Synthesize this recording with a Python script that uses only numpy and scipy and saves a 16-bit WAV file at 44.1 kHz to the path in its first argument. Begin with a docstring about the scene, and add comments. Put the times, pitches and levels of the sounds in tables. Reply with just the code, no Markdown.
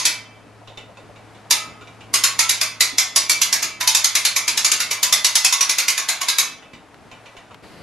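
"""In a canvas-roofed boathouse, a few metres from a boat lift, water laps at the dock and a distant motor hums unsteadily.
The big hand wheel starts with single drops of its steel pawl, and the gears knock softly in between.
Then a steady run: the pawl scrapes over each ratchet tooth and drops, ringing wheel and frame.
After the run come more gear knocks and two dry ticks close by; the motor sinks, swells briefly and sinks again.
Last a soft rushing noise joins the open air. Noise is coloured and shaped; the wheel is a bank of decaying modes."""
import sys
import numpy as np
from scipy import signal
from scipy.fft import rfft, irfft
from scipy.io import wavfile
from scipy.ndimage import uniform_filter1d

SR = 44100
rng = np.random.default_rng(int(sys.argv[2]) if len(sys.argv) > 2 else 0)


def unload_audio(sound):
    """Save the sound as a 16-bit wav file, at the path given as the first command line argument."""
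    columns = np.transpose(np.atleast_2d(sound))
    # keep every value between -1 and 1, then stretch to whole-number steps
    steps = np.round(np.clip(columns, -1, 1) * 32767)
    wavfile.write(sys.argv[1], SR, steps.astype(np.int16))


N = 344862

# Stereo width of all noise and of the wheel. Each row: frequency in Hz, side relative to mid in dB.
STEREO_WIDTH = [(25, -12), (70, -2.5), (200, -7.5), (1000, -10.5), (2200, -11.5), (4500, -7), (9000, -4),
                (13000, -4)]
# Decay of the dense clatter under the roof. Each row: frequency in Hz, time to fall by 60 dB in seconds.
ROOF_DECAY = [(300, 0.28), (1000, 0.48), (2200, 0.36), (4000, 0.34), (6500, 0.25), (9000, 0.27),
              (14000, 0.16)]

# Open air outside, as heard over time. Each row: time in seconds, level in dB before the wandering.
AIR_LEVEL = [(0, -47.5), (.5, -48.5), (.8, -47.5), (2.2, -44.5), (4.2, -49.5), (4.8, -44.5), (5.4, -48),
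             (6, -50.5), (6.6, -48.5), (7.3, -46), (7.6, -48.5), (7.82, -49.5)]
# Colour of the open air. Each row: frequency in Hz, relative level in dB.
AIR_SPECTRUM = [(15, -45), (25, -9.5), (116, -0.5), (309, 2), (372, -6), (436, 2), (525, -3.5), (632, 0.5),
                (1820, -8.5), (2380, -11), (3260, -16), (11600, -29), (12900, -48.5), (14000, -86.5)]
# Colour of the late rushing noise. Each row: frequency in Hz, relative level in dB.
RUSH_SPECTRUM = [(30, -10), (60, 0), (170, 3.5), (400, 1.5), (900, -5), (2000, -5.5), (3500, -13),
                 (4700, -11), (5600, -21), (12000, -25), (14000, -52)]

# Motor far across the water. Each row: time in seconds, level in dB before the flutter.
MOTOR_LEVEL = [(0.0, -54.5), (0.68, -49.5), (1.59, -54.5), (1.97, -49), (3.75, -57.5), (3.82, -52.5),
               (4.7, -59), (4.93, -54.5), (5.55, -64), (6.73, -69), (7.25, -57), (7.7, -64)]
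MOTOR_HZ = 110.4

# Water slapping the dock. Each row: start in seconds, pitch in Hz, level in dB before the swell shapes it.
DOCK_SLAPS = [(.36, 620, -46.5), (0.612, 680, -44.5), (0.699, 605, -44), (.88, 650, -42), (.98, 544, -45),
              (1.09, 600, -44), (1.19, 630, -47), (1.449, 690, -46), (2.925, 280, -40), (7.342, 428, -47),
              (7.50, 950, -43.5)]

# Small dry ticks close by. Each row: start in seconds, level in dB before the decay.
DRY_TICKS = [(6.944, -39.5), (7.545, -33.5)]
# Colour of a tick. Each row: frequency in Hz, relative level in dB.
TICK_SPECTRUM = [(300, -14), (1500, 9), (3500, -2.5), (6000, -12.5), (12000, -30)]

# Soft gear knocks. Each row: start in seconds, level in dB relative to the other knocks.
GEAR_KNOCKS = [(0.6745, -32.5), (0.7735, -27), (0.971, -36), (1.1594, -39), (1.347, -40), (1.8112, -33.5),
               (1.8723, -35.5), (2.0066, -34), (6.6245, -37.5), (6.7335, -31.5), (7.1137, -31),
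               (7.2581, -33.5), (7.367, -32), (7.5093, -41)]
# Colour of a knock. Each row: frequency in Hz, relative level in dB.
KNOCK_SPECTRUM = [(300, -0.5), (900, -2.5), (1600, -14.5), (2400, -8), (3000, -14.5), (3900, -9.5),
                  (4600, -14.5), (7000, -15), (9000, -27), (14000, -38)]
# Resonances of the gear housing. Each row: centre in Hz, width in Hz, peak height in dB.
HOUSING_PEAKS = [(1050, 33, 14.5), (1432, 53, 17), (1976, 50, 15.5), (2325, 100, 11.5), (2644, 38, 14),
                 (2926, 280, 12), (3630, 260, 10.5)]
KNOCK_HZ, KNOCK_SCATTER = 2480, 0.21  # mean pitch that a knock favours; its random spread as a share

# Pawl drops, the first just before the scene opens.
# Each row: start in seconds, level in dB relative to the other drops, pitch this tooth favours in Hz.
PAWL_DROPS = [(-.046, -6, 1030), (0.0522, -5, 2330), (1.5077, -5, 1290), (2.139, -5, 1100),
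              (2.2372, -5, 1110), (2.3907, -4, 1330), (2.4927, -5.5, 2320), (2.6124, -9, 1520),
              (2.8064, -4.5, 2020), (2.982, -5, 2067), (3.1604, -5, 5770), (3.2956, -4.5, 2320),
              (3.4151, -6.5, 2025), (3.527, -7, 1656), (3.6262, -13, 2320), (3.8082, -14, 1012),
              (3.8742, -4, 894), (3.948, -4.5, 6700), (4.043, -6.5, 6480), (4.1522, -6, 2120),
              (4.2506, -6.5, 4270), (4.362, -8.5, 2274), (4.4788, -8.5, 2260), (4.574, -9.5, 2500),
              (4.6456, -6, 1274), (4.7159, -6.5, 1490), (4.8024, -11, 1263), (4.9108, -12.5, 1065),
              (5.029, -6, 997), (5.1249, -5, 2025), (5.245, -5, 2930), (5.3536, -4.5, 5400),
              (5.4461, -4.5, 2560), (5.5245, -7, 1117), (5.6077, -7.5, 1120), (5.6939, -9, 1122),
              (5.7836, -7, 1410), (5.8817, -7, 2115), (5.9776, -13, 1160), (6.0872, -10, 2076),
              (6.214, -15.5, 1109), (6.2844, -8.5, 1620), (6.384, -6, 3780)]
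# Colour of the steel clank. Each row: frequency in Hz, relative level in dB.
CLANK_SPECTRUM = [(150, -48.5), (250, -37.5), (292, -15.5), (569, -18.5), (620, -12), (801, -12),
                  (1110, -8.5), (1820, -5.5), (2240, -1), (3270, -4), (3680, 0), (6590, 1.5), (8520, -10.5),
                  (11400, -6.5), (15000, -34.5)]
# Modes of wheel and frame. Each row: frequency in Hz, relative level in dB, time to fall by 60 dB in seconds.
WHEEL_MODES = [(630, -15, .7), (893, -12, .57), (996, -5, .52), (1098, -6, .65), (1222, -9, .59),
               (1266, -10, .9), (1325, -11, .9), (1440, -13, .8), (1620, -6, .42), (1798, -9, .7),
               (2023, -3, .62), (2102, -6, .55), (2160, -5, .62), (2320, -4, .72), (2509, -6, .39),
               (2595, -7, .72), (2756, -8, .6), (3106, -10, .8), (3429, -7, .62), (3650, -4, .38),
               (3801, -4, .33), (4221, -5, .38), (4768, -3, .33), (4890, -13, .62), (5297, -5, .38),
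               (5770, -3, .31), (5920, -14, .55), (6467, -1, .34), (6655, -3, .3), (7075, -11, .42)]
# How well the spokes radiate. Each row: frequency in Hz, gain in dB.
SPOKE_RADIATION = [(700, -25), (1200, -29.5), (2300, -25), (4000, -20.5), (6500, -17.5)]
# How far a favoured wheel mode can stand out. Each row: frequency in Hz, boost in dB at a share of 1.
MODE_BOOST = [(1200, 11.5), (2400, 7), (5000, 3.5)]
# Groups of wheel modes; a drop favours one of each by chance. Each row: lowest Hz, highest Hz.
CHANCE_GROUPS = [(1950, 2900), (3300, 6900)]
OWN_SHARE, CHANCE_SHARE = 1.33, 0.45  # pull of the tooth's own pitch, and of the modes picked by chance

USUAL_DB = -6.5  # drop level in steady cranking
TOOTH_S, REST_S = 0.098, 1.0  # wait between drops in steady cranking; wait that counts as a full stop
SOFT_CLANG, SOFT_RING, SOFT_WHEEL = 0.72, 0.46, 0.2  # dB each part keeps per dB that a drop is softer
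REST_CLANG_DB, REST_SIZZLE_DB, REST_WHEEL_DB = 1.5, 0.8, 0.5  # added per factor of e in the wait
WHEEL_DB, SIZZLE_DB = -1, 4.5  # for a drop of usual level in steady cranking
DAMP_DB = -2.5  # each new drop checks the ringing left by the ones before

TOP_HZ = 15000


def undb(db):
    """Decibels to gain."""
    return 10 ** (np.asarray(db) / 20)


def unit(x):
    """Scale to rms 1."""
    return x / np.sqrt(np.mean(x ** 2))


def read(points, hz):
    """Read (Hz, value) points on a log-frequency axis."""
    f, value = np.transpose(points)
    return np.interp(np.log(np.maximum(hz, 1)), np.log(f), value)


def curve(points):
    """Read (s, value) points at every sample."""
    return np.interp(np.arange(N) / SR, *np.transpose(points))


def bins(size):
    """Frequencies of a spectrum of this many samples."""
    return np.arange(size // 2 + 1) * SR / size


def colour(x, points):
    """Give a sound the spectrum of (Hz, dB) points."""
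    size = x.shape[-1]
    return irfft(rfft(x) * undb(read(points, bins(size))), size)


def noise(size):
    """White stereo noise whose likeness left and right depends on frequency."""
    mid, side = rng.standard_normal((2, size))
    side = colour(side, STEREO_WIDTH)
    return np.array([mid + side, mid - side])


def walk(rate):
    """Smooth random wander with an rms of 1, from this many fresh values a second."""
    k = int(SR / rate)
    steps = np.repeat(rng.standard_normal(N // k + 1), k)
    smooth = uniform_filter1d(uniform_filter1d(steps, k), k)
    return unit(smooth[:N])


def add(out, s, sound):
    """Mix a sound in at a time, cutting what lies outside the scene."""
    start = int(round(s * SR))
    a, b = max(start, 0), min(start + sound.shape[-1], N)
    if b > a:
        out[:, a:b] += sound[:, a - start:b - start]


def swell(t, peak_s):
    """An envelope that rises from time 0 to 1 at its peak and dies away."""
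    u = np.maximum(t, 0) / peak_s
    return u * np.exp(1 - u)


def bump(hz, centre_hz, width_hz):
    """A resonance peak of height 1."""
    return 1 / (1 + (2 * (hz - centre_hz) / width_hz) ** 2)


def patches(hz, width_hz=110, patchy_db=4):
    """Random clusters of the many small modes of a bolted frame, in dB."""
    count = int(SR / width_hz) + 2
    return patchy_db * np.interp(hz / width_hz, np.arange(count), rng.standard_normal(count))


def die_away(x):
    """Dense reflections under the roof: each band of a sound fades at its own rate."""
    size = x.shape[-1]
    hz, t60 = np.transpose(ROOF_DECAY)
    spectrum, t = rfft(x), np.arange(size) / SR
    out = 0
    # overlapping bands that add up to the whole sound
    for row, life in zip(np.eye(len(hz)), t60):
        share = read(np.c_[hz, row], bins(size))
        out = out + irfft(spectrum * share, size) * np.exp(-np.log(1000) * t / life)
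    return out


def air(rush_db=-44.0, rush_s=7.62, rush_rise_s=0.018, lumpy_db=2.5):
    """Outdoor wash whose lows and highs wander apart; a soft rushing noise with lumpy lows joins at the end."""
    wash = unit(colour(noise(N), AIR_SPECTRUM))
    low = colour(wash, [(400, 8), (1200, -13)])
    wash = low * undb(.8 * walk(18)) + (wash - low) * undb(.5 * walk(7))
    rush = unit(colour(noise(N), RUSH_SPECTRUM))
    rush_low = colour(rush, [(400, 0), (2500, -10), (6000, -25)])
    rush = rush + rush_low * (undb(lumpy_db * walk(45)) - 1)
    rush = rush * np.clip((np.arange(N) / SR - rush_s) / rush_rise_s, 0, 1)
    left_right = undb([[.7], [-.7]])  # slightly stronger on the left
    return (wash * undb(curve(AIR_LEVEL)) + undb(rush_db) * rush) * left_right


def motor(waver=0.0059, flutter_db=0.8):
    """A low drone from across the water: one sine tone, slightly unsteady in pitch and level."""
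    hz = MOTOR_HZ * (1 + waver * walk(4))
    hum = np.sqrt(2) * np.sin(2 * np.pi * np.cumsum(hz) / SR)  # rms 1
    level_db = curve(MOTOR_LEVEL) + flutter_db * walk(7.4)
    return hum * undb(level_db) * undb([[1], [-1]])  # slightly stronger on the left


def water(size=16384, swell_s=0.011, ripple_db=-56, count=24):
    """Hollow slaps under the dock: swelling noise around a pitch, with smaller ripples scattered throughout."""
    out, t = np.zeros((2, N)), np.arange(size) / SR
    # ripples at random times, from 300 to 900 Hz, up to 4 dB above the weakest
    ripples = [(u * N / SR, 300 * 3 ** v, ripple_db + 4 * w) for u, v, w in rng.random((count, 3))]
    for s, hz, db in DOCK_SLAPS + ripples:
        hollow = [(hz / 2, -20), (hz, 0), (hz * 2, -17), (hz * 10, -72)]
        slap = unit(colour(noise(size), hollow)) * swell(t, swell_s)
        add(out, s, undb(db) * slap)
    return out


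def ticks(size=2048, decay_s=0.0033):
    """Tiny clicks close by: short bursts of noise that die at once, with no ring."""
    out, t = np.zeros((2, N)), np.arange(size) / SR
    for s, db in DRY_TICKS:
        tick = unit(colour(noise(size), TICK_SPECTRUM)) * np.exp(-t / decay_s)
        add(out, s, undb(db) * tick)
    return out


def gears(size=16384, knock_db=-11, rise_s=0.00038, contact_db=5, contact_s=0.067, favour_db=6, width_hz=700):
    """Knocks of the gear teeth taking up the load, heard through the resonances of their housing."""
    out, t, hz = np.zeros((2, N)), np.arange(size) / SR, bins(size)
    housing_db = sum(db * bump(hz, centre, width) for centre, width, db in HOUSING_PEAKS)
    # the contact itself stands out above the tail under the roof
    shape = np.clip(t / rise_s, 0, 1) * undb(contact_db * np.exp(-t / contact_s))
    for s, db in GEAR_KNOCKS:
        favoured_hz = KNOCK_HZ * (1 + KNOCK_SCATTER * rng.standard_normal())
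        gain = undb(housing_db + favour_db * bump(hz, favoured_hz, width_hz) + patches(hz))
        burst = irfft(gain * rfft(noise(size)))
        knock = die_away(unit(colour(burst, KNOCK_SPECTRUM)))
        add(out, s, undb(db + knock_db) * knock * shape)
    return out


def drop_tint(db, wait_s):
    """Clang, ring, sizzle and wheel level of a drop in dB: a soft drop is duller, one after a pause is fuller."""
    soft = USUAL_DB - db
    rest = np.log(min(wait_s, REST_S) / TOOTH_S)
    clang = SOFT_CLANG * soft + REST_CLANG_DB * rest
    ring = SOFT_RING * soft
    sizzle = SIZZLE_DB + REST_SIZZLE_DB * rest
    wheel_db = WHEEL_DB + SOFT_WHEEL * soft + REST_WHEEL_DB * rest
    return (clang, ring, sizzle), wheel_db


def favourites(tooth_hz):
    """What a drop rings most, as (Hz, share): its tooth's own pitch, and by chance one wheel mode of each group."""
    picks = [(tooth_hz, OWN_SHARE)]
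    for low, high in CHANCE_GROUPS:
        group = [hz for hz, _, _ in WHEEL_MODES if low < hz < high]
        picks.append((rng.choice(group), CHANCE_SHARE))
    return picks


def strike_db(hz, bands, favoured, favour_db=7, width_hz=55, width_share=0.01):
    """Colour of one drop in dB: every tooth meets the pawl at another place and favours other pitches."""
    clang, ring, sizzle = bands
    tint = read([(1200, clang), (2400, ring), (4000, 0.0028), (6500, 0.0036), (9500, sizzle)], hz)
    peaks = [share * bump(hz, f, width_hz + width_share * f) for f, share in favoured]
    return tint + favour_db * np.max(peaks, axis=0)


def wheel_ring(t, bands, favoured):
    """The wheel's modes come in close, beating pairs of decaying tones, freshly weighted by each drop."""
    hz, db, t60 = np.repeat(WHEEL_MODES, 2, axis=0).T
    size, drift, turn, spread = rng.standard_normal((4, len(hz)))
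    db = db + read(SPOKE_RADIATION, hz) + strike_db(hz, bands, favoured, read(MODE_BOOST, hz))
    db = db + 3.5 * (size - 1)
    hz = hz * (1 + .003 * drift)
    rings = np.exp(np.outer(2j * np.pi * hz - np.log(1000) / t60, t))
    mid = undb(db) * np.exp(2j * np.pi * turn)
    side = mid * undb(read(STEREO_WIDTH, hz)) * np.exp(2j * np.pi * spread)
    return (np.array([mid + side, mid - side]) @ rings).imag


def pawl(size=24576, clatter_db=-9.5, crack_db=-7, scrape_db=-30.0, same=0.34, rise_s=0.00048,
         spread_s=0.0009, crack_s=0.0033, scrape_s=0.0088, bounce_s=0.015, bounce_db=-5):
    """Each tooth: a short scrape, the crack of the drop and one bounce, then dense clatter and the wheel's ring."""
    out, t, hz = np.zeros((2, N)), np.arange(size) / SR, bins(size)
    frame = noise(size)  # the part of the clatter that every tooth shares
    clank = unit(undb(read(CLANK_SPECTRUM, hz)))
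    slide = int(scrape_s * SR)
    times = np.array(PAWL_DROPS)[:, 0]
    waits = [TOOTH_S, *np.diff(times)]
    for (s, db, tooth_hz), wait_s in zip(PAWL_DROPS, waits):
        bands, wheel_db = drop_tint(db, wait_s)
        favoured = favourites(tooth_hz)
        gain = clank * undb(strike_db(hz, bands, favoured) + patches(hz))
        source = np.sqrt(same) * frame + np.sqrt(1 - same) * noise(size)
        steel = irfft(gain * rfft(source))
        clatter = die_away(steel) * np.clip(t / rise_s, 0, 1)
        # the direct crack is bright; the pawl hops once and lands again
        crack = irfft(gain * rfft(noise(size)))
        crack = colour(crack, [(900, -10.5), (3000, -3.5), (7000, -1.5), (13000, -7)])
        hop_s = bounce_s * rng.uniform(.7, 1.3)
        crack = crack * (swell(t, crack_s) + undb(bounce_db) * swell(t - hop_s, crack_s))
        # the blow takes a moment to spread round the wheel
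        ring = wheel_ring(t, bands, favoured) * (1 - np.exp(-t / spread_s))
        later_drops = np.searchsorted(times[times > s], s + t)
        ring = ring * undb(DAMP_DB * later_drops)
        drop = undb(clatter_db) * clatter + undb(crack_db) * crack + undb(wheel_db) * ring
        add(out, s, undb(db) * drop)
        # the scrape grows up to the moment of the drop
        scrape = steel[:, -slide:] * np.linspace(0, 1, slide)
        add(out, s - scrape_s, undb(scrape_db) * scrape)
    return out


def scene(right_db=0.44, lag_samples=0.39):
    """The winch stands a little to the right, so the left ear hears it later and softer."""
    left, right = pawl() + gears()
    left = irfft(rfft(left) * np.exp(-2j * np.pi * bins(N) * lag_samples / SR), N)
    winch = np.array([left * undb(-right_db), right * undb(right_db)])
    return air() + motor() + water() + ticks() + winch


def record(dry):
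    """The microphone chain rounds off the highest peaks and cuts the top of the treble."""
    rounded = dry / (1 + np.abs(dry) ** 6) ** (1 / 6)
    return signal.sosfilt(signal.ellip(8, .2, 70, TOP_HZ, fs=SR, output="sos"), rounded)


dry = scene()
out = record(dry)
unload_audio(out)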